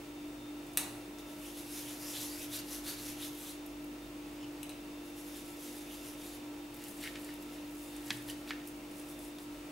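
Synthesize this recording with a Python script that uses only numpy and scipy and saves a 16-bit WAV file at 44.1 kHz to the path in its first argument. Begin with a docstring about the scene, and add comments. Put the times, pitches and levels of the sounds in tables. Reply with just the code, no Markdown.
"""A quiet kitchen: a spoon drops against a small steel bowl, oily palms rub to and fro,
then fingers pull lumps off a sticky nut log lying on a steel plate, while a fridge motor hums.
Steel sounds are noise bursts ringing through resonances; rubbing, peeling and scraping are gritty noise
that swells with each movement; the fridge is wavering tones and narrow noise.
Sparse random echoes add the room, and steady coloured noise its air."""
import sys
import numpy as np
from scipy import signal
from scipy.fft import rfft, irfft
from scipy.io import wavfile
from scipy.ndimage import uniform_filter1d

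SR = 44100
rng = np.random.default_rng(int(sys.argv[2]) if len(sys.argv) > 2 else 0)


def pcm_store(signal):
    """Save signal as 16-bit PCM."""
    levels = np.round(np.clip(np.atleast_2d(signal), -1, 1) * 32767)
    wavfile.write(sys.argv[1], SR, levels.astype(np.int16).T)


def rack_gain(trim_db):
    """Turn a fader trim in dB into the linear factor to multiply a signal by."""
    fader = np.asarray(trim_db, float)
    return 10 ** (fader / 20)


N = 428211  # length in samples

ENDS_DB = -14  # level at the start and end of a movement, against its top
ROUNDED = 1.31  # above 1 the top of a movement is rounded and its ends fall faster


def evened(x):
    """Scales to rms 1."""
    return x / np.sqrt(np.mean(x ** 2) + 1e-20)


def peak_one(x):
    """Scales to peak 1."""
    return x / abs(x).max()


def read(points, hz):
    """Value of a (f/Hz, value) table on a log-frequency axis."""
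    f, value = np.transpose(points)
    return np.interp(np.log(hz + 1), np.log(f + 1), value)


def add(mix, s, sound):
    """Mixes a sound in at time s (seconds)."""
    part = mix[..., round(s * SR):][..., :sound.shape[-1]]
    part += sound[..., :part.shape[-1]]


def colour(x, points):
    """Filters by a (f/Hz, level/dB) spectrum."""
    gain = rack_gain(read(points, np.fft.rfftfreq(len(x), 1 / SR)))
    return irfft(rfft(x) * gain, len(x))


def resonate(x, hz, width):
    """A resonance of gain 1; a moving one is shifted down to zero, smoothed and shifted back."""
    r = np.exp(-np.pi * width / SR)
    if np.ndim(hz) == 0:
        return 2 * signal.lfilter([1 - r], [1, -r * np.exp(2j * np.pi * hz / SR)], x).real
    turn = np.exp(2j * np.pi * np.cumsum(hz) / SR)
    return 2 * (turn * signal.lfilter([1 - r], [1, -r], x / turn)).real


def steep(x, hz, width):
    """The same resonance applied twice; width (Hz) is that of each pass."""
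    return resonate(resonate(x, hz, width), hz, width)


def puff(size, t60):
    """A burst of noise that starts suddenly and falls by 60 dB in t60 seconds."""
    return rng.standard_normal(size) * rack_gain(-60 * np.arange(size) / SR / t60)


def slow(top_hz, size=N):
    """A slow random wander: straight lines between random knots of rms about 1, 2 * top_hz knots a second."""
    knots = rng.standard_normal(200)
    return np.interp(np.arange(size) / SR * top_hz * 2, np.arange(200), knots)


def grit(size, spread_db, per_s):
    """Friction noise: dense tiny slips of uneven size over smooth noise."""
    sizes = rack_gain(spread_db * np.minimum(rng.exponential(1, size), 4))
    slips = sizes * (rng.random(size) < per_s / SR)
    return evened(rng.standard_normal(size) * (1 + uniform_filter1d(slips, size=24) * 24))


def progress(t, top_s, length):
    """Runs from -1 at the start of a movement through 0 at its top to 1 at its end."""
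    rise_share = 0.59  # share of the length spent swelling
    rise = (t - top_s) / rise_share
    fall = (t - top_s) / (1 - rise_share)
    return np.where(t < top_s, rise, fall) / length


def swells(t, rows, rounded=ROUNDED):
    """Gain of overlapping movements, each (top t/s, length t/s, level/dB), added as powers."""
    ms = np.arange(t[0], t[-1], .001)  # one value a millisecond
    power = sum(rack_gain(2 * (db + ENDS_DB * abs(progress(ms, s, length)) ** rounded)) for s, length, db in rows)
    return np.interp(t, ms, np.sqrt(power))


def clink(db, tilt_db, pan_db, contact, favour_hz, favour_db):
    """A hard touch through the bowl's modes and a short crack, then a dying, smeared rattle."""
    # damped modes of the oily bowl, the lowest three from its foot on the counter: f/Hz, level/dB, width/Hz
    bowl_modes = [(686, -4, 60), (765, 1, 56), (910, -3, 52), (2600, 3.5, 360), (3000, 3, 430),
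                  (3980, 1, 250), (5100, -2, 190), (6450, -7, 700), (7680, -5, 250), (8270, 1.5, 410),
                  (9550, 4, 270), (10800, 2, 380), (11900, 1, 380), (12400, -1, 690)]
    size = SR // 3
    drive = puff(size, contact)
    rattle = rack_gain(-29) * puff(size, 0.61)  # the spoon rattles on
    drive[0] += 1.03 * np.linalg.norm(drive)  # the first touch

    hz, level, width = np.transpose(bowl_modes[3:])
    level = level + tilt_db * np.log2(hz / 6000)
    # the spot that is struck lifts the modes near its favoured pitch
    favour_octaves = 0.11
    lift = rack_gain(favour_db * np.exp(-(np.log2(hz / favour_hz) / favour_octaves) ** 2))
    ring = 0
    for k in range(len(hz)):
        struck = lift[k] * resonate(drive, hz[k], width[k])
        smeared = resonate(rattle, hz[k], 3 * width[k])
        ring = ring + (-1) ** k * rack_gain(level[k]) * (struck + smeared)

    both = drive + .8 * rattle
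    crack = steep(both, 8000 * 2 ** (tilt_db / 6), 8900)
    crack += rack_gain(-6) * resonate(both, 2800, 2900)  # the lower part of the crack
    rocking = puff(size, 0.45)  # the bowl rocks on its foot
    foot = sum(rack_gain(foot_db) * resonate(rocking, f, w) for f, foot_db, w in bowl_modes[:3])
    touch = peak_one(peak_one(ring) + 0.49 * peak_one(crack)) + rack_gain(-34) * peak_one(foot)
    return rack_gain(db) * touch * rack_gain(np.array([[pan_db], [-pan_db]]) / 2)


def slide():
    """The spoon slides along the bowl: soft scraping that wakes a few of the bowl's modes."""
    # slides: top speed t/s, length t/s, level/dB
    slide_rows = [(4.413, .02, -56), (4.432, .025, -54), (4.444, .02, -54)]
    # bowl modes woken by the slide: f/Hz, width/Hz, level/dB
    woken_modes = [(2950, 300, 3), (5200, 400, -5), (6900, 900, -11)]
    t = np.arange(slide_rows[0][0] - .1, slide_rows[-1][0] + .1, 1 / SR)
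    rub = rng.standard_normal(len(t))
    scrape = evened(sum(rack_gain(db) * steep(rub, hz, w) for hz, w, db in woken_modes))
    return t[0], swells(t, slide_rows) * scrape


def palms():
    """Skin friction hiss in drifting patches; the hollow between the palms sings, climbing with each stroke."""
    # palm strokes, to and fro: top speed t/s, length t/s, level/dB (hiss is 4 dB above it),
    # hollow f/Hz, hollow level/dB added to the third column
    stroke_rows = [(1.2, 0.039, -63, 3520, 0), (1.313, 0.11, -62.5, 3230, -5),
                   (1.475, 0.21, -56.5, 2840, -3), (1.596, 0.12, -53.5, 3600, -6),
                   (1.772, 0.22, -50, 5540, -8), (1.913, 0.22, -53.5, 3260, -4),
                   (2.095, 0.26, -50, 5200, -4.5), (2.173, 0.07, -51.5, 3600, 5.5),
                   (2.22, 0.24, -48, 3880, -7), (2.36, 0.29, -54, 4770, -3), (2.43, 0.12, -51, 2700, -3.5),
                   (2.553, 0.09, -44.5, 3870, -2), (2.595, 0.046, -50.5, 4000, -1),
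                   (2.744, 0.16, -48.5, 3900, -13), (2.894, 0.1, -45.5, 4200, -1),
                   (2.94, .06, -54, 3600, -14), (3.001, .08, -56.5, 4040, 3),
                   (3.077, 0.2, -50.5, 3600, -17), (3.243, 0.14, -49, 3300, -1),
                   (3.424, 0.25, -55, 3400, -9), (3.497, 0.12, -53.5, 3740, -1.5),
                   (5.08, .1, -64, 2800, -10), (5.199, 0.087, -56.5, 3310, -15),
                   (5.28, .12, -59, 3000, -16), (5.367, 0.17, -56, 3220, -7),
                   (5.493, 0.18, -59.5, 3000, -15), (5.664, 0.2, -55.5, 3420, -7),
                   (5.778, 0.22, -58, 3200, -12), (5.942, 0.2, -58, 3020, -1.5),
                   (6.078, 0.2, -56.5, 2830, -4), (6.266, 0.19, -56, 3600, -6),
                   (6.348, 0.089, -58, 3297, -8)]
    # colour of the skin hiss: f/Hz, level/dB
    skin_colour = [(800, -12.5), (1800, -7.5), (3000, -5), (4500, -5), (6200, -2), (8000, -4.5), (9800, -2),
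                   (11500, 1), (12800, -3.5), (14000, -5.5), (16000, -14)]
    t = np.arange(stroke_rows[0][0] - .5, stroke_rows[-1][0] + .5, 1 / SR)
    hz, _, z = signal.stft(grit(len(t), 0.15, 8000), SR, nperseg=512)
    # random patches, smoothed over pitch and then over time
    patches = uniform_filter1d(rng.standard_normal(z.shape), size=7, axis=0)
    patches = evened(uniform_filter1d(patches, size=10, axis=1))
    patchy_gain = rack_gain(read(skin_colour, hz)[:, None] + 1.5 * patches)
    hiss = signal.istft(z * patchy_gain, SR, nperseg=512)[1][:len(t)]
    # the tops of palm strokes are rounder
    sound = 1.586 * evened(hiss) * swells(t, [row[:3] for row in stroke_rows], 1.74)

    lead = 0.21  # the hollow is loudest this far (in rise times) before top speed
    climb = 0.24  # its pitch bends from below to above by up to this share
    focus = 1.74  # it fades faster than the hiss away from its loudest moment
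    for s, length, db, hollow_hz, hollow_db in stroke_rows:
        near = t[abs(t - s) < .3]
        way = progress(near, s, length) + lead
        pitch = hollow_hz * (1 + climb * np.tanh(way))
        hollow = steep(rng.standard_normal(len(near)), pitch, 960)
        level = db + hollow_db + focus * ENDS_DB * abs(way) ** ROUNDED
        add(sound, near[0] - t[0], rack_gain(level) * evened(hollow))
    return t[0], sound


def log_pulled():
    """Syrup peels with a crackling hiss; the log scrapes the plate."""
    # fingers peeling off the syrup: top speed t/s, length t/s, level/dB
    peel_rows = [(6.751, 0.05, -62), (6.88, 0.24, -54.5), (7.042, 0.19, -51), (7.24, 0.49, -58.5),
                 (7.424, .05, -58), (7.545, 0.11, -58), (7.846, 0.4, -56.5), (7.96, 0.32, -61),
                 (8.134, 0.27, -53), (8.24, .1, -61), (8.296, 0.084, -50.5), (8.4, .2, -63),
                 (8.494, .05, -53), (8.681, 0.056, -56), (8.799, .25, -71), (8.995, .18, -58),
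                 (9.11, .15, -56.5), (9.247, .16, -56.5), (9.422, 0.099, -57.5), (9.56, 0.16, -67)]
    # the log scraping on the plate: top speed t/s, length t/s, level/dB
    scrape_rows = [(6.833, 0.2, -59), (7.054, 0.11, -47), (7.163, 0.093, -59), (7.3, .2, -60.5),
                   (7.58, 0.35, -63.5), (7.95, 0.2, -61), (8.12, 0.3, -58), (8.299, 0.05, -50.5),
                   (8.5, 0.044, -47.5), (8.6, 0.23, -66)]
    t = np.arange(peel_rows[0][0] - .2, N / SR, 1 / SR)
    peel = evened(steep(grit(len(t), 1.6, 450), 10100, 8800))
    drag = evened(steep(plate(grit(len(t), 2.8, 370)), 3060, 3200))
    return t[0], swells(t, peel_rows) * peel + swells(t, scrape_rows) * drag


def snap(db, hz):
    """A breaking strand: a short noise puff, loudest in its first milliseconds, around one pitch."""
    return rack_gain(db) * peak_one(steep(puff(800, 0.029), hz, 5800))


def knock(db, hz, ring_db, spread):
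    """A sharp contact and a few milliseconds of crunch; the plate murmurs on and the counter thuds."""
    crunch = puff(10000, 0.02)
    crunch[0] += 13  # the first touch
    # a small soft lump radiates little below 1000 Hz or above 2.8 times its centre
    band = signal.butter(2, [1000, 2.8 * hz], "band", fs=SR)
    blow = steep(signal.lfilter(*band, crunch), hz, spread * hz)
    strike = peak_one(0.41 * peak_one(plate(blow)) + peak_one(blow))
    murmur = steep(plate(puff(10000, 0.1)), hz, 1700)
    thud = steep(puff(10000, 0.15), 164, 126)  # the counter under the plate
    return rack_gain(db) * (strike + rack_gain(ring_db) * peak_one(murmur) + rack_gain(-29.5) * peak_one(thud))


def plate(x):
    """The damped steel plate rings at a few broad resonances."""
    # plate resonances: f/Hz, width/Hz, level/dB
    plate_modes = [(1401, 260, -6), (1830, 110, 7.5), (2200, 87, 1), (2900, 200, -6), (3600, 400, -12),
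                   (4780, 4000, -2)]
    return sum((-1) ** k * rack_gain(db) * resonate(x, hz, w) for k, (hz, w, db) in enumerate(plate_modes))


def fridge():
    """Motor tones at multiples of the shaft speed waver, with a low drone, fuzzy drones and a whine."""
    # multiples of the shaft speed that are heard (no unit)
    multiples = [1, 3, 4, 5, 6, 7, 17, 19, 27, 55]
    # motor tones at those multiples: rms level/dB, slow waver level/dB
    motor_tones = [(-64, 3), (-71.5, -3), (-73.5, 5), (-72, -7), (-48, 1.5), (-57.5, 0.5), (-75, 5),
                   (-73, 3.5), (-72.5, 3.5), (-73, 2.5)]
    # narrow drones: f/Hz, width/Hz, rms level/dB
    drone_rows = [(366.4, 4.2, -74), (626, 11.5, -69), (651, 7.7, -80), (3540, 16, -74)]
    # a thin high drone comes and goes: t/s, rms level/dB
    thin_levels = [(0, -70), (.6, -67), (1.4, -74), (1.8, -71), (2.4, -68), (2.8, -74), (3.3, -72),
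                   (4.05, -67), (4.4, -77), (5.1, -72), (6.3, -70.5), (6.8, -76), (7.3, -70.5),
                   (8.3, -70.5), (8.75, -74), (9.2, -70), (9.71, -76)]
    # swells of the low drone: top t/s, length t/s, rms level/dB
    low_swells = [(2.0, .25, -64), (2.218, .2, -61), (2.54, 0.39, -59), (3.111, 0.39, -57.5),
                  (4.48, 0.19, -62), (6.084, 0.12, -61), (8.19, 0.29, -55.5), (9.48, 0.14, -62)]
    shaft_hz, low_hz, thin_hz, whine_hz = 49.225, 119, 3642, 15625
    t = np.arange(N) / SR

    turns = shaft_hz * t + 0.01935 * np.cumsum(slow(1.5)) / SR  # the speed wanders slightly
    hum = 0
    for k, (db, waver) in zip(multiples, motor_tones):
        level = rack_gain(db + waver * slow(6))
        hum = hum + level * np.sqrt(2) * np.sin(2 * np.pi * (k * turns + rng.random()))

    noise = rng.standard_normal(N)
    drones = sum(rack_gain(db) * evened(steep(noise, hz, w)) for hz, w, db in drone_rows)
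    drones += rack_gain(np.interp(t, *np.transpose(thin_levels))) * evened(steep(noise, thin_hz, 5.4))

    # the low drone wavers at random in pitch and level and swells a few times
    wobble = np.cumsum(low_hz + 2.55 * slow(3.6)) / SR
    level = np.hypot(rack_gain(-71 + 5.5 * slow(3.5)), swells(t, low_swells))
    low = level * rack_gain(1.6 * slow(6.5)) * np.sqrt(2) * np.sin(2 * np.pi * wobble)

    whine = rack_gain(-71 + slow(8)) * np.sin(2 * np.pi * whine_hz * t)
    return (hum + low + drones + whine) * rack_gain(np.array([[.1], [-.1]]))  # left, right in dB


def kitchen(x):
    """Echoes: sparse taps of random sign, one in every 20 samples, each band dying at its own speed."""
    # time for the echoes to fall by 60 dB: f/Hz, t/s
    decay_times = [(500, 0.46), (1300, 0.62), (3500, 0.39), (9000, 0.24), (15000, 0.14)]
    # side part of the echoes, weak in the treble as close ports hear it alike: f/Hz, level/dB
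    side_colour = [(300, -2), (1500, -2), (4000, -5), (7000, -4), (11000, -10), (16000, -13)]
    taps = np.zeros((2, SR // 2))
    grid = np.arange(200, SR // 2 - 20, 20)
    at = grid + rng.integers(0, 20, (2, len(grid)))
    np.put_along_axis(taps, at, rng.choice([-1., 1.], at.shape), 1)
    hz, t, z = signal.stft(taps, SR, nperseg=256)
    z[1] *= rack_gain(read(side_colour, hz))[:, None]
    decay = rack_gain(-60 * t / read(decay_times, hz)[:, None])
    tail = signal.istft(z * decay, SR, nperseg=256)[1]
    tail = tail / np.linalg.norm(tail[0])
    mid, side = signal.oaconvolve(x[None], tail, axes=1)[:, :N]
    return np.array([mid + side, mid - side])


def air():
    """Room noise: a centre part that wavers slightly and a weaker, steady side part."""
    # colour of the centre part: f/Hz, level/dB per Hz before scaling to rms 1
    centre_colour = [(15, -23), (40, -19), (62, -19), (91, -15), (221, -13.5), (293, -7), (406, -10.5),
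                     (799, -16.5), (1570, -24.5), (2690, -21), (3310, -26), (3990, -27.5), (6510, -29.5),
                     (15800, -34)]
    # colour of the side part: f/Hz, level/dB per Hz before scaling to rms 1
    wide_colour = [(35, -38), (60, -26), (194, -18), (296, -12), (323, -13), (615, -13), (768, -13),
                   (858, -14), (1710, -16.5), (5650, -24.5), (12000, -42), (15600, -51), (22000, -120)]
    mid = rack_gain(-52.5 + .5 * slow(3.5)) * evened(colour(rng.standard_normal(N), centre_colour))
    side = rack_gain(-59) * evened(colour(rng.standard_normal(N), wide_colour))
    return np.array([mid + side, mid - side])


def scene():
    """Hands, spoon and plate ring the kitchen over the hum."""
    # spoon against the bowl: t/s, level/dB (peak), brightness level/dB per octave, left-right level/dB,
    # contact t/s (fall by 60 dB), favoured f/Hz, its lift level/dB
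    clinks = [(0.7730, -8.5, 1.5, 0, 0.007, 12700, 6), (0.7747, -16.5, -0.5, 0, 0.0045, 2820, 6),
              (0.7782, -18, 2, 5, 0.008, 12600, 7), (.7850, -22, 5, 0, 0.004, 6500, 6),
              (4.6306, -29.5, 1, 5, 0.03, 3100, 5.5), (4.6935, -33, 1, 6, 0.035, 4000, 9),
              (4.7000, -36, -3, -2, .05, 2750, 3), (4.7100, -44, -3, 0, .03, 3900, 6),
              (4.7190, -46, -10, 0, .02, 2400, 3)]
    # sticky strands and oily skin snapping apart: t/s, level/dB (peak), centre f/Hz
    snaps = [(0.667, -45, 8500), (0.733, -46, 10500), (1.185, -43, 5390), (3.6621, -38.5, 12100),
             (3.8432, -44, 12100), (6.744, -41, 12000), (6.7655, -46, 13600), (6.839, -40, 8200),
             (6.8395, -40, 12500), (6.8828, -38, 10800), (6.9097, -41, 10900), (6.9744, -50, 11350),
             (7.0115, -40, 11900), (7.0389, -35, 9840), (7.197, -43, 13000), (7.246, -38.5, 9500),
             (7.3394, -43, 11200), (7.425, -44, 10000), (7.964, -40, 9000), (8.06, -43, 11500),
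             (8.069, -42, 6800), (8.129, -42, 10500), (8.171, -41, 8200), (8.222, -44, 10800),
             (8.283, -40, 11000), (8.299, -35, 9400), (8.4944, -50, 5000), (8.674, -36, 11200),
             (8.762, -48, 11000), (8.9136, -44, 10000), (8.97, -47, 9500), (8.9965, -43.5, 9550),
             (9.087, -44, 10100), (9.191, -40.5, 10600), (9.277, -47, 12000), (9.3864, -50, 11200)]
    # lumps knocking on the plate: t/s, level/dB (peak of the blow), centre f/Hz of the blow,
    # after-ring level/dB against the blow, width of the blow as a share of its centre
    knocks = [(7.0375, -36, 4300, -20, .6), (7.0388, -34, 1780, -18, 0.4), (7.0515, -39, 2050, -18, .3),
              (7.0572, -39, 1750, -18, .3), (7.0620, -36, 1950, -11, .3), (7.0690, -41, 1900, -18, .3),
              (7.0738, -36, 3000, -18, .3), (7.0750, -35, 2050, -16, 0.37), (7.1566, -30, 2950, -20, 1.7),
              (7.16, -35.5, 2700, -18, 0.46), (7.1672, -38, 2800, -14, 1.2), (7.290, -39.5, 1720, -18, .6),
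              (7.3268, -41, 3200, -20, .9), (8.0995, -38, 6000, -20, 0.83), (8.1054, -17.5, 3080, -25, 1.2),
              (8.1066, -19.5, 2900, -24, 0.73), (8.1070, -26, 5700, -24, .6), (8.1090, -23, 3270, -19, .8),
              (8.113, -31, 1900, -14, .5), (8.298, -38, 2950, -14, .15), (8.303, -39, 2950, -17, 0.11),
              (8.309, -41, 5000, -17, .2), (8.4760, -38, 2305, -15, 1.1), (8.4924, -40, 3850, -15, .2),
              (8.5075, -23.5, 2070, -11, 1.5), (8.5092, -32, 1880, -5, 0.65), (8.5095, -44, 4800, -20, .6),
              (9.3857, -37.5, 3890, -12, 0.8)]
    hands, hits, spoon = np.zeros(N), np.zeros(N), np.zeros((2, N))
    add(hands, *palms())
    add(hands, *log_pulled())
    add(hits, *slide())
    for s, *row in snaps:
        add(hands, s, snap(*row))
    for s, *row in knocks:
        add(hits, s, knock(*row))
    for s, *row in clinks:
        add(spoon, s, clink(*row))
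    wet = kitchen(rack_gain(-5.5) * hands + rack_gain(-14.0) * hits + rack_gain(-5.0) * spoon.mean(0))
    hands_stereo = hands * rack_gain(np.array([[.3], [-.3]]))  # left, right in dB
    return hands_stereo + hits + spoon + wet + fridge() + air()


def band_limit(x):
    """A steep low-pass at the top of the band."""
    return signal.sosfilt(signal.butter(12, 16490, fs=SR, output="sos"), x)


def record(dry):
    """The recorder's band limit: a steep low-pass at 15850 Hz."""
    edge = signal.firwin(255, 15850, fs=SR)
    mix = signal.oaconvolve(dry, edge[None], "same")
    return band_limit(mix)


dry = scene()
out = record(dry)
pcm_store(out)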